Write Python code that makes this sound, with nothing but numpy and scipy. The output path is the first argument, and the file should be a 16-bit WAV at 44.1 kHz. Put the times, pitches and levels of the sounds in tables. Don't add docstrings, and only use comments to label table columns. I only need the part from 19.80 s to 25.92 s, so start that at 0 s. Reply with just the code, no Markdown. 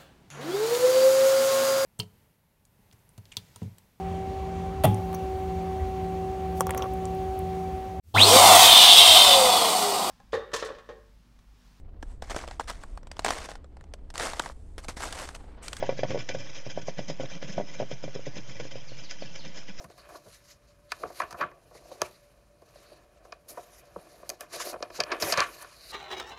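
import sys
import numpy as np
from scipy import signal
from scipy.io import wavfile

SR = 44100
rng = np.random.default_rng(int(sys.argv[2]) if len(sys.argv) > 2 else 0)


def master(y):
    cut = np.clip(np.atleast_2d(y).T, -1, 1)
    pcm = np.round(cut * 32767)
    wavfile.write(sys.argv[1], SR, pcm.astype(np.int16))


N = 269872

# start in seconds, boom, knock, crack and tick levels in dB,
# crease run-out time in ms.
BUCKLES = [(.041, -59.5, -50.5, -70, -64, 4), (.099, -49, -68.5, -68, -80, 3.4),
           (.177, -66, -56.5, -71, -66, 8.9), (.288, -60, -51, -69, -65, 10),
           (.347, -59, -49, -104, -74, 6.5), (.46, -55, -64, -94, -88, 9.3),
           (1.1183, -49.5, -34.5, -40.5, -51, 2.3), (1.235, -38, -36, -70, -84, 1.8),
           (1.253, -45.5, -52, -89, -82, 2.8), (1.3, -47, -53, -95, -61, 6), (1.4, -45, -28, -53, -59, 2.7),
           (1.417, -51, -32, -51, -70, 4), (1.437, -49, -41.5, -68, -70, 1.7),
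           (1.5066, -61, -48, -59, -59, 6.7), (1.526, -48, -47.5, -56, -61, 1.9),
           (1.542, -49, -43, -97, -90, 7.3), (1.609, -54, -22, -50, -102, 5.5),
           (1.625, -54, -29, -85, -84, 2.1), (1.637, -58, -29.5, -90, -90, 0.73),
           (1.714, -60, -54.5, -77, -93, 2.5), (1.91, -54, -62, -102, -90, 7.1),
           (1.949, -49.5, -64, -80, -75, 5.3), (2.114, -44.5, -70, -81, -79, 5.0),
           (2.2171, -30.5, -33.5, -32, -40, 1.13), (2.819, -53, -73, -75, -82, 3.8),
           (2.957, -54.5, -70, -72, -84, 2.1), (3.116, -49, -80, -79, -87, 4.6),
           (3.448, -58, -59, -92, -79, 5.8), (3.5225, -51.5, -45.5, -50, -104, 2.1),
           (3.772, -40.5, -51, -78, -84, 6.9), (4.16, -36.5, -51.5, -109, -75, 2.5),
           (4.43, -47.5, -59, -82, -79, 1.9), (4.4919, -45, -64, -44.5, -40, 2.6),
           (4.5, -58, -48, -43.5, -47, 0.89), (4.607, -52, -50, -52, -46.5, 2.7),
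           (4.76, -40, -64, -59, -51, 3.6), (4.798, -47.5, -41, -56, -53, 9.8),
           (4.929, -50, -52, -66, -63, 3), (4.939, -40, -47.5, -68, -86, 2.1),
           (4.958, -43, -56, -81, -89, 3.5), (5.0044, -42, -69, -69, -82, 0.88),
           (5.025, -41, -45.5, -41, -73, 2.4), (5.101, -49.5, -54, -60, -100, 3),
           (5.188, -38, -57, -77, -80, 3.4), (5.2016, -32.5, -35, -29, -51.5, 3.1),
           (5.2359, -48, -57, -34, -100, 1.3), (5.316, -52, -28, -34.5, -116, 6.5),
           (5.422, -37.5, -36.5, -30.5, -47, 5.9), (5.522, -33.5, -32.5, -28, -43.5, 4.5),
           (5.537, -50, -31, -37, -81, 2.9), (5.5725, -36.5, -28.5, -37, -48.5, 7),
           (5.604, -48, -34, -29.5, -55, 0.79), (5.62, -59, -26.5, -52, -73, 3.6),
           (5.823, -74, -56, -67, -50, 3.6), (5.845, -57.5, -49.5, -68, -84, 3.2)]
SNAP_ZONES_HZ = (170, 550, 1250, 4500, 10000)
# frequency in Hz, gain in dB, T60 in seconds.
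PAGE_MODES = [(75, -3, 0.15), (127, -2, 0.041), (181, 0.5, 0.041), (353, -1.5, 0.026), (465, -3, 0.018),
              (586, 1, 0.03), (699.6, 4, 0.02), (1038, 1.5, 0.01), (1142.6, -4, 0.089),
              (1298, -3.5, 0.0097), (1534, -6.5, 0.027), (1732, -2.5, 0.021), (2134, -8.5, 0.0091),
              (2460, -3, 0.019), (3080, -6, 0.0031), (4420, -7, 0.0037), (4800, 4.5, 0.002),
              (6420, -4, 0.0048), (6320, 1, 0.0034), (7900, -4.5, 0.0088), (9100, 3, 0.00047),
              (12600, -6.5, 0.0028), (14600, -6, 0.0012)]
# peak time in seconds, build-up and hold in seconds, level in dB,
# treble tilt in dB per octave, low and high rasp in dB relative to the hiss.
SLIDE_STROKES = [(.03, 0.084, 0.011, -60, 2, -7, -1), (0.1, .035, 0.017, -61.5, -6.5, -6, -9),
                 (0.19, .03, 0.025, -60, -3, 5, -9), (.35, 0.13, 0.018, -59, 2.5, -1, -0.5),
                 (.53, 0.11, .04, -53.5, -3, -5.5, -6), (0.709, 0.15, 0.0095, -54.5, -2.5, -6.5, -3.5),
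                 (0.89, .15, 0.023, -68.5, -6, -2, -3), (1.117, 0.032, .002, -50.5, -10, -4, -7),
                 (1.211, 0.076, 0.018, -56, 0, 0, -2.5), (1.39, 0.086, 0.0088, -46.5, -2, -3.5, -5),
                 (1.485, 0.034, 0.0067, -61, -7, 1, -11), (1.585, 0.026, 0.032, -57.5, 1, -2, -5.5),
                 (1.964, 0.055, 0.015, -58, -4.5, -1.5, -2), (2.123, 0.17, 0.019, -55, -3, -4, -4),
                 (2.223, .06, 0.039, -49, -6, -8, -5.5), (2.34, 0.081, 0.019, -61, -3.5, -1.5, -13),
                 (2.97, 0.076, 0.2, -63, -5.5, -0.5, -7), (3.376, 0.082, .002, -66.5, -7, -10, -9),
                 (3.45, .04, 0.022, -66.5, -1, -5, -6), (3.534, 0.036, 0.011, -63, -11, -11, -13),
                 (3.689, 0.0085, 0.018, -47.5, 5.5, -8.5, -3), (3.81, 0.12, 0.033, -56, -1, -11, -2.5),
                 (3.94, 0.086, 0.047, -58.5, 2, -15, -1), (4.5, 0.034, 0.022, -58, 6, -7, -2),
                 (4.612, 0.025, 0.011, -56, 4, -12, -2), (4.732, 0.036, 0.045, -45.5, -2, -2.5, -2.5),
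                 (4.805, 0.036, 0.017, -37.5, -7.5, -7, 4), (4.859, 0.068, 0.038, -39.5, 1, -7.5, -6.5),
                 (5.16, 0.041, 0.015, -44, -5.5, 0, -2), (5.326, 0.048, .01, -58, -5, -19, -20),
                 (5.401, 0.0032, 0.12, -35, -1, -14, -4.5), (5.603, .07, 0.019, -35, -16.5, -13, -11),
                 (5.821, 0.18, 0.0082, -50, 4.5, -3, -10), (6.1, 0.35, .05, -51, -1, 0.5, -8)]
# frequency in Hz, relative density in dB.
HISS_SPECTRUM = [(700, -18), (1200, 4.5), (2400, 5), (3500, 1), (4400, 6.5), (6000, -27), (7500, 0),
                 (9000, 5), (12000, 7.5), (15000, -14), (18000, -23)]
# centre in Hz, width in Hz.
RASP_BANDS = [(4350, 910), (6000, 2920)]
# peak time in seconds, build-up and hold in seconds,
# dull and hard flutter levels in dB.
SHEET_FLAPS = [(.0, .02, 0.01, -48, -58.5), (0.237, 0.085, 0.028, -71, -54),
               (0.343, 0.12, .002, -48.5, -54.5), (0.467, 0.042, 0.016, -56, -73),
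               (1.128, 0.036, .01, -59, -63), (1.236, 0.055, 0.023, -44, -55),
               (1.427, 0.057, .002, -46, -42), (1.606, 0.036, 0.02, -38, -36.5),
               (2.218, 0.021, .002, -42, -43.5), (3.7, 0.057, .02, -53.5, -64),
               (3.78, 0.09, 0.017, -59, -58), (4.19, 0.053, 0.017, -60, -65),
               (4.517, 0.02, .002, -46.5, -52.5), (4.613, 0.025, .002, -46.5, -44.5),
               (4.745, 0.043, .002, -41, -41.5), (4.872, .06, .002, -38.5, -43.5),
               (4.798, .03, 0.016, -53, -50), (4.938, 0.034, 0.022, -45.5, -51.5),
               (5.024, 0.0076, 0.0011, -41.5, -43), (5.156, 0.052, 0.0025, -49.5, -50),
               (5.201, 0.0092, 0.0014, -53, -33), (5.33, 0.076, 0.0018, -33.5, -31.5),
               (5.419, 0.025, 0.084, -36, -38), (5.593, 0.039, 0.0024, -30.5, -18.5),
               (5.819, 0.1, .02, -58, -49)]
# time in seconds, hiss, dull and hard flutter levels in dB.
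HOLD_LEVELS = [(0, -71, -56, -78), (.45, -64, -78, -66), (.8, -79, -75, -70), (1.05, -73, -82, -71.5),
               (1.17, -58.5, -72, -62), (1.5, -63, -58.5, -70), (1.7, -75, -61, -66),
               (1.9, -68.5, -64.5, -69), (2.15, -65.5, -53, -64), (2.32, -61, -75, -70),
               (2.52, -70.5, -69.5, -68), (2.78, -76.5, -72, -74), (2.97, -60, -61.5, -63),
               (3.17, -69, -63.5, -62.5), (3.3, -77, -68, -68.5), (3.52, -77, -59, -67),
               (3.64, -77, -78, -73), (3.76, -69, -61, -60), (4.12, -64.5, -62, -63),
               (4.26, -62, -59.5, -64), (4.45, -61.5, -57.5, -59.5), (4.65, -71, -81, -87),
               (5.05, -65, -83, -79), (5.38, -57, -51, -49), (5.7, -52, -55, -60), (5.9, -61, -67, -55.5),
               (6.118, -66.5, -61.5, -72)]
HOLD_COLOUR_DB = (-1.5, -7.5, -6)
# start in seconds, level in dB.
BOOK_BUMPS = [(.041, -50.5), (0.462, -57), (1.253, -57), (1.421, -57), (1.525, -52), (1.609, -52.5),
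              (1.625, -49), (4.16, -51.5), (5.187, -50), (5.421, -44), (5.448, -45), (5.536, -50),
              (5.5728, -41)]
# frequency in Hz, relative density in dB.
AIR_SPECTRUM = [(20, -13), (32, -11), (50, 4), (70, -7), (130, -5.5), (250, -14.5), (500, -18.5),
                (1100, -22.5), (2200, -33), (4500, -32), (9000, -33.5), (15000, -40.5)]
# centre in Hz, width in Hz, gain in dB.
TONE_DIPS = [(820, 160, -9), (3450, 400, -5), (7800, 1200, -6), (13500, 900, -10), (14100, 900, -10),
             (16500, 1500, -10)]

THUMP_RE_BOOM_DB, BUMP_DECAY_S, HIT_SAMPLES = -20, 0.015, 4000
STROKE_DECAY_DB_PER_S, FLAP_DECAY_DB_PER_S = 452, 282
CATCHES_PER_S, BENDS_PER_S = 11000, 9000
ROOM_T60_S, WALL_CUT_HZ, ROOM_DB = 0.37, 1830, -25
AIR_DB, FAN_DB, FAN_HZ, FAN_WIDTH_HZ = -63.5, -67, 581.3, 9
STOPBAND_HZ = 16850


def page_snaps():
    out = np.zeros(N + HIT_SAMPLES)
    noise = rng.standard_normal((len(BUCKLES), len(PAGE_MODES), 1501))
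    t_s = np.arange(1500) / SR
    run_out_s = np.array(BUCKLES)[:, -1:] / 1e3
    for m, (hz, mode_db, t60_s) in enumerate(PAGE_MODES):
        life_s = run_out_s * (1000 / hz) ** 0.16
        rise = 1 - np.exp(-t_s / (0.35 * life_s))
        shiver = from_db(-11.5) * np.exp(-t_s / (2.7 * life_s))
        jolts = noise[:, m, 1:] * rise * (np.exp(-t_s / life_s) + shiver)
        rung = page_mode(np.pad(jolts, ((0, 0), (0, HIT_SAMPLES - len(t_s)))), hz, t60_s)
        for (start_s, *zone_db, _), sound, scatter_db in zip(BUCKLES, rung, 1.5 * noise[:, m, 0]):
            spectrum = list(zip(SNAP_ZONES_HZ, [zone_db[0] + THUMP_RE_BOOM_DB] + zone_db))
            add_hit(out, start_s, sound, mode_db + db_at_hz(spectrum, hz) + scatter_db)
    return out[:N]


def sliding():
    t_s, shapes = swells(SLIDE_STROKES, STROKE_DECAY_DB_PER_S)
    stroke_db, *colour_db = np.transpose(SLIDE_STROKES)[3:]
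    stroke_power = shapes * from_db(2 * stroke_db)[:, None]
    hold_power = from_db(2 * curves(HOLD_LEVELS)[0])
    power = per_sample(t_s, stroke_power.sum(axis=0)) + hold_power
    tilt_db, *rasp_db = ((per_sample(t_s, own_db @ stroke_power) + hold_db * hold_power) / power
                         for own_db, hold_db in zip(colour_db, HOLD_COLOUR_DB))
    catches = grains(CATCHES_PER_S, spread_db=2.5, clump_db=-1.0)
    bands = list(third_octaves(catches, HISS_SPECTRUM, lowest_hz=698.0))
    untilted_rms = np.sqrt(np.mean(sum(band for _, band in bands) ** 2))
    hiss = sum(band * from_db(tilt_db * np.log2(max(hz, 4000) / 6000) + 2.5 * drift(13))
               for hz, band in bands) / untilted_rms
    for stream, (hz, width_hz), level_db in zip(catches, RASP_BANDS, rasp_db):
        rasp = unit_rms(band_pass(stream, hz - width_hz / 2, hz + width_hz / 2))
        hiss = from_db(-1.5) * hiss + rasp * from_db(level_db + 1.4 * drift(9.8))
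    return hiss * np.sqrt(power) * from_db(1.8 * drift(28))


def sheet_flutter():
    t_s, shapes = swells(SHEET_FLAPS, FLAP_DECAY_DB_PER_S)
    dull, hard = (np.sqrt(per_sample(t_s, from_db(2 * peak_db) @ shapes) + from_db(2 * hold_db))
                  for peak_db, hold_db in zip(np.transpose(SHEET_FLAPS)[3:], curves(HOLD_LEVELS)[1:]))
    bends = grains(BENDS_PER_S, spread_db=2.5, clump_db=2.5)[0]
    struck_mode = rng.integers(3, 15, N)
    out = np.zeros(N)
    for m in range(3, 15):
        hz, mode_db, t60_s = PAGE_MODES[m]
        gain = dull if hz < 900 else hard * from_db(-3)
        rung = page_mode(bends * (struck_mode == m), hz, t60_s)
        out += unit_rms(rung) * gain * from_db(mode_db - 6)
    return out


def book_bumps():
    out = np.zeros(N + HIT_SAMPLES)
    t_s = np.arange(HIT_SAMPLES) / SR
    pushes = rng.standard_normal((len(BOOK_BUMPS), 3, HIT_SAMPLES)) * np.exp(-t_s / BUMP_DECAY_S)
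    for m, (hz, mode_db, t60_s) in enumerate(PAGE_MODES[:3]):
        for (start_s, level_db), sound in zip(BOOK_BUMPS, page_mode(pushes[:, m], hz, t60_s)):
            add_hit(out, start_s, sound, level_db + mode_db)
    return out[:N]


def wall_echoes(x):
    out = np.zeros(N)
    pole = np.exp(-2 * np.pi * WALL_CUT_HZ / SR)
    for k, lag in enumerate((rng.uniform(.003, .03, 10) * SR).astype(int)):
        gain = from_db(-60 * lag / SR / ROOM_T60_S)
        loop, state = x.copy(), [0.]
        for i in range(lag, N, lag):
            echo, state = signal.lfilter([gain * (1 - pole)], [1, -pole], loop[i - lag:i], zi=state)
            loop[i:i + lag] += echo[:N - i]
        out += (loop - x) * (-1) ** k
    return out


def air_rumble():
    bands = third_octaves(rng.standard_normal((2, N)), AIR_SPECTRUM, lowest_hz=17.57)
    air = sum(band * from_db(drift(36)) for _, band in bands)
    return from_db(AIR_DB) * unit_rms(air)


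def fan():
    tone = resonate(rng.standard_normal(N), FAN_HZ, t60_s=2.2 / FAN_WIDTH_HZ)
    return from_db(FAN_DB) * unit_rms(tone)


def page_mode(push, hz, t60_s):
    return band_pass(resonate(push, hz, t60_s), hz / 1.5, min(hz * 1.5, 20000))


def resonate(push, hz, t60_s):
    radius, angle = from_db(-60 / (t60_s * SR)), 2 * np.pi * hz / SR
    feed = np.sqrt((1 - radius ** 2) / 2) * np.array([1, 0, -1])
    return signal.lfilter(feed, [1, -2 * radius * np.cos(angle), radius ** 2], push + 1e-18)


def add_hit(out, start_s, sound, level_db):
    i = round(start_s * SR)
    out[i:i + len(sound)] += from_db(level_db) * sound * np.sqrt(0.01 * SR / np.sum(sound ** 2))


def grains(per_s, spread_db, clump_db):
    clicks = rng.random((2, N)) < per_s * from_db(clump_db * drift(25)) / SR
    sizes = from_db(spread_db * np.minimum(rng.exponential(1, (2, N)), 4))
    return clicks * sizes * rng.choice([-1, 1], (2, N))


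def swells(moves, decay_db_per_s):
    peak_s, build_s, hold_s = np.transpose(moves)[:3, :, None]
    t_s = np.arange(0, N + 32, 32) / SR
    before_db = 20 * np.maximum(peak_s - t_s, 0) / np.maximum(build_s, .003)
    after_db = decay_db_per_s * np.maximum(t_s - peak_s - hold_s, 0)
    return t_s, 10 ** (-np.minimum(before_db + after_db, 90) / 10)


def third_octaves(streams, spectrum, lowest_hz):
    edges_hz = lowest_hz * 2 ** np.arange(0, np.log2(19000 / lowest_hz), 1 / 3)
    for k, (low_hz, high_hz) in enumerate(zip(edges_hz, edges_hz[1:])):
        hz = np.sqrt(low_hz * high_hz)
        yield hz, band_pass(streams[k % 2], low_hz, high_hz) * from_db(db_at_hz(spectrum, hz))


def drift(rate_hz):
    step, settle = 40, 2000
    pole = np.exp(-2 * np.pi * rate_hz * step / SR)
    noise = rng.standard_normal(N // step + settle + 2)
    slow = signal.lfilter([1], [1, -2 * pole, pole ** 2], noise)[settle:]
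    return np.interp(np.arange(N) / step, np.arange(len(slow)), unit_rms(slow))


def band_pass(x, low_hz, high_hz):
    return signal.sosfilt(signal.butter(2, [low_hz, high_hz], "band", fs=SR, output="sos"), x)


def db_at_hz(spectrum, hz):
    points_hz, points_db = np.transpose(spectrum)
    return np.interp(np.log(hz), np.log(points_hz), points_db)


def curves(rows):
    t_s, *columns = np.transpose(rows)
    return [per_sample(t_s, column) for column in columns]


def per_sample(t_s, values):
    return np.interp(np.arange(N) / SR, t_s, values)


def unit_rms(x):
    return x / np.sqrt(np.mean(x ** 2) + 1e-20)


def from_db(db):
    return 10 ** (np.asarray(db) / 20)


def scene():
    book = page_snaps() + book_bumps() + sliding() + sheet_flutter()
    return (book + from_db(ROOM_DB) * wall_echoes(book) + air_rumble() + fan())[None]


def record(dry):
    for hz, width_hz, gain_db in TONE_DIPS:
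        gain, width = from_db(gain_db), np.tan(np.pi * width_hz / SR)
        centre = -2 * np.cos(2 * np.pi * hz / SR)
        dry = signal.lfilter([1 + width * gain, centre, 1 - width * gain],
                             [1 + width, centre, 1 - width], dry)
    return signal.sosfilt(signal.cheby2(12, 70, STOPBAND_HZ, fs=SR, output="sos"), dry)


dry = scene()
out = record(dry)
master(out)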